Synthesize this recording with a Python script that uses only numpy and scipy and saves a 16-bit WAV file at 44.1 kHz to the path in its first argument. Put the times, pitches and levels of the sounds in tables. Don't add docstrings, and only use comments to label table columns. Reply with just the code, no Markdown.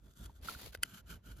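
import sys
import numpy as np
from scipy import signal
from scipy.fft import rfft, irfft
from scipy.io import wavfile
from scipy.ndimage import uniform_filter1d

SR = 44100
rng = np.random.default_rng(int(sys.argv[2]) if len(sys.argv) > 2 else 0)


def file_out(sig):
    cols = np.atleast_2d(sig).T
    lim = np.clip(cols, -1, 1)
    pcm = np.round(lim * 32767).astype(np.int16)
    wavfile.write(sys.argv[1], SR, pcm)


def elevation(decibels):
    levels = np.asarray(decibels, float)
    return 10 ** (levels / 20)


N = 61739
T = np.arange(N) / SR
F = np.fft.rfftfreq(N, 1 / SR)

# t/s, level/dB
HAND_WEIGHT = [(0.0, -63), (0.092, -55.5), (0.14, -71.5), (0.224, -49.5), (0.306, -51.5), (0.342, -65),
               (0.44, -49), (0.536, -81), (0.564, -48), (0.618, -79), (0.646, -50.5), (0.766, -59.5),
               (0.786, -53), (0.89, -66.5), (1.164, -50), (1.226, -62.5), (1.3, -54), (1.4, -57)]
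# f/Hz, level/dB
BENCH_BODY = [(35, -24), (60, -2), (184, -4), (528, -23.5), (670, -18.5), (777, -45), (900, -21.5),
              (1170, -72), (1980, -120)]
# f/Hz, level/dB
HUM_SPECTRUM = [(20, -31), (35, -22), (52, 5), (75, -4.5), (120, -14.5), (300, -24), (1000, -37.5),
                (16000, -60)]
# t/s, level/dB
CUT_EFFORT = [
    [(0.0, -86), (0.024, -85), (0.07, -75), (0.074, -82.5), (0.114, -73.5), (0.124, -84), (0.14, -76)],
    [(0.14, -88), (0.174, -66), (0.26, -61.5), (0.272, -76.5), (0.346, -82), (0.366, -69), (0.41, -89)],
    [(0.845, -62.5), (0.871, -68.5), (0.945, -59), (0.987, -62), (1.007, -68), (1.021, -90.5), (1.04, -100)],
    [(1.04, -91), (1.054, -89), (1.064, -72), (1.112, -58), (1.162, -65), (1.19, -93), (1.21, -95)],
    [(1.21, -101), (1.23, -83), (1.238, -74.5), (1.258, -65), (1.322, -64.5), (1.348, -76.5), (1.4, -65.5)],
]
# t/s, level/dB
DRAG_EFFORT = [
    [(0.4, -105), (0.424, -65), (0.456, -52.5), (0.494, -48), (0.538, -56.5), (0.55, -52.5), (0.566, -57.5),
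     (0.68, -56.5), (0.715, -69)],
    [(0.715, -81), (0.729, -58), (0.739, -68), (0.749, -49.5), (0.785, -109), (0.817, -83), (0.828, -51.5)],
]
# f/Hz, bandwidth/Hz, level/dB
FIRST_GRIP = [(1407, 196, 4), (3430, 350, -0.5), (4430, 400, -12), (6340, 390, -8), (7500, 700, -6),
              (8900, 370, -5), (10100, 240, -21), (12130, 900, -10.5), (14900, 940, -14.5)]
# f/Hz, bandwidth/Hz, level/dB
SECOND_GRIP = [(1450, 166, 6.5), (2320, 430, -10), (2995, 260, -0.5), (4050, 370, -12.5),
               (6170, 520, -14.5), (7230, 570, -9.5), (9890, 550, -13), (12030, 290, -6.5)]
# f/Hz, level/dB
TEARING = [(400, -7.5), (900, -30), (2500, -16), (5000, -11), (8000, -14), (13000, -14.5), (16000, -19)]
# f/Hz, level/dB, t60/s
HOLDER_MODES = [(583, -19.5, 0.0096), (1516, 5.5, 0.016), (2003, -0.5, 0.016), (2540, -5.5, 0.009),
                (3030, 0, 0.012), (4690, 2.5, 0.011), (5550, -9.5, 0.0066), (6550, -15.5, 0.0035),
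                (7440, -5, 0.0068), (8670, -2.5, 0.0044), (9710, 0, 0.018), (11700, -23, 0.017),
                (13760, -23, 0.0036)]
# t/s, peak level/dB, rattle decay/s, tilt/(dB per octave)
BLADE_CLICKS = [(0.063, -66.5, 0.0034, -13), (0.2565, -54, .002, -3), (0.258, -44.5, .002, 2.5),
                (0.4135, -54.5, 0.0014, 1), (0.433, -51.5, 0.0013, -15), (0.4756, -36, 0.0012, 3),
                (0.729, -54, 0.0056, -7), (0.7494, -32.5, 0.00081, -11), (0.761, -57, .002, 0),
                (0.7737, -53, .001, -4), (0.8291, -28.5, 0.0028, 9.5), (0.8329, -10, 0.0011, -0.5),
                (0.8359, -25, 0.00073, -5), (0.857, -52, 0.0034, -12), (1.367, -52.5, .001, 1),
                (1.372, -53, .001, 11)]
# t/s, peak level/dB, f/Hz, t60/s
HANDLE_KNOCKS = [
    (.296, -52.5, 915, 0.026),
    (0.4852, -31.5, 1361, 0.028),
    (.516, -46, 1050, 0.011),
    (0.5488, -45, 1444, 0.026),
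    (0.594, -56, 1386, 0.022),
    (0.669, -45, 490, 0.016),
]
# f/Hz, level/dB
HIDE_HISS = [(300, -2), (900, -3), (1450, -5.5), (2000, -6), (4500, -1.5), (5500, -8.5), (12500, -8.5),
             (16000, -8)]
# f/Hz, phase/rad
PORT_LEAD = [(0, 0), (800, 1), (1300, -1.1), (2000, 0), (2800, 0.89), (5000, 0.96), (5500, -1.4),
             (6800, -1.1), (8300, -3.14), (11300, -6.28), (12800, -6.4), (14600, -9.2), (16000, -9.5)]
# f/Hz, level/dB
PORT_TILT = [(100, -0.5), (950, 1), (1450, -6), (2100, 1.5), (4100, 4), (5200, 0.5), (7000, 1), (7800, 0)]
# f/Hz, share/(0 to 1)
PORT_ALIKE = [(200, .95), (950, 0.3), (1500, 0.64), (2600, 0.49), (5200, 0.32), (8300, 1), (10300, 0.83),
              (12000, 0.94), (13700, 0.48), (15300, 0.97)]


def colour(x, points):
    hz, db = np.transpose(points)
    gain = elevation(np.interp(np.log(F + 1), np.log(hz), db))
    return irfft(rfft(x) * gain, N)


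def ring(x, hz, width_hz):
    b, a = signal.iirpeak(hz, hz / width_hz, SR)
    return signal.lfilter(b, a, x)


def unit(x):
    return x / np.sqrt(np.mean(x ** 2))


def walk(rate_hz):
    hold = int(SR / rate_hz)
    steps = np.repeat(rng.standard_normal(N // hold + 1), hold)
    smooth = uniform_filter1d(uniform_filter1d(steps, hold), hold)
    return 1.37 * smooth[:N]


def effort(curves):
    levels = [np.interp(T, *np.transpose(c), left=-140, right=-140) for c in curves]
    return np.max(levels, axis=0)


def grains(scatter_db, snag_db):
    released = rng.random(N) < 9000 / SR
    scatter = scatter_db * rng.exponential(size=N)
    snag = snag_db * (walk(250) + walk(60.15))
    coarse = released * elevation(scatter + snag) * rng.standard_normal((2, N))
    fine = 0.29 * rng.standard_normal((2, N))
    return coarse + fine


def ports(paths, stray=1.0):
    lead, tilt, share = [np.interp(F, *np.transpose(t)) for t in (PORT_LEAD, PORT_TILT, PORT_ALIKE)]
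    alike = 1 - stray * (1 - np.clip(share, 0, 1))
    common, other = rfft(paths) * np.sqrt([(1 + alike) / 2, (1 - alike) / 2])
    half = elevation(tilt / 2) * np.exp(0.5j * lead)
    left = (common + other) * half
    right = (common - other) / half
    return irfft(np.array([left, right]), N)


def bench():
    def follow(curves, db):
        return elevation(db + 0.79 * (effort(curves) + 57))

    push = follow(CUT_EFFORT, -52.5) + follow(DRAG_EFFORT, -69)
    push = uniform_filter1d(push * elevation(3.6 * walk(40.16)), size=300)
    rumble = unit(colour(rng.standard_normal((2, N)), BENCH_BODY)) * push
    hum = unit(colour(rng.standard_normal((2, N)), HUM_SPECTRUM)) * elevation(effort([HAND_WEIGHT]))
    return ports(rumble + hum)


def cut():
    fibres = grains(scatter_db=2, snag_db=1.5)

    def blade(grip):
        ringing = sum(elevation(db) * ring(fibres, hz, width_hz) for hz, width_hz, db in grip)
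        return unit(ringing + colour(fibres, TEARING))

    regrip_s = 0.6
    tearing = np.where(T < regrip_s, blade(FIRST_GRIP), blade(SECOND_GRIP))
    return ports(tearing * elevation(effort(CUT_EFFORT) + 4))


def clicks():
    length = 2000
    out = np.zeros((2, N + length))
    t = T[:length]
    for start_s, db, decay_s, tilt_db in BLADE_CLICKS:
        onset = np.minimum(t / 0.00028, 1)
        rattle = rng.standard_normal((2, length)) * np.exp(-t / decay_s) * onset
        body = np.zeros((2, length))
        for hz, mode_db, t60 in HOLDER_MODES:
            gain = elevation(mode_db + tilt_db * np.log2(hz / 4000)) / np.sqrt(t60)
            body += gain * ring(rattle, hz, 2.54 / t60)
        start = int(start_s * SR)
        out[:, start:start + length] += body * elevation(db) / np.abs(body).max()
    return ports(out[:, :N], stray=0.12)


def knocks():
    out = np.zeros((2, N))
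    for start_s, db, hz, t60 in HANDLE_KNOCKS:
        t = np.maximum(T - start_s, 0)
        rise = 1 - np.exp(-t / 0.0013)
        out[0] += 2 * elevation(db - 60 * t / t60) * rise * np.sin(2 * np.pi * hz * t)
    return ports(out, stray=0)


def slide():
    hiss = unit(colour(grains(scatter_db=2.22, snag_db=1.77), HIDE_HISS))
    return ports(hiss * elevation(effort(DRAG_EFFORT) + 3), stray=1.45)


def scene():
    return cut() + slide() + bench() + clicks() + knocks()


def top_cut(x):
    return signal.sosfilt(signal.butter(12, 16120, fs=SR, output="sos"), x)


def record(dry):
    return top_cut(dry)


dry = scene()
out = record(dry)
file_out(out)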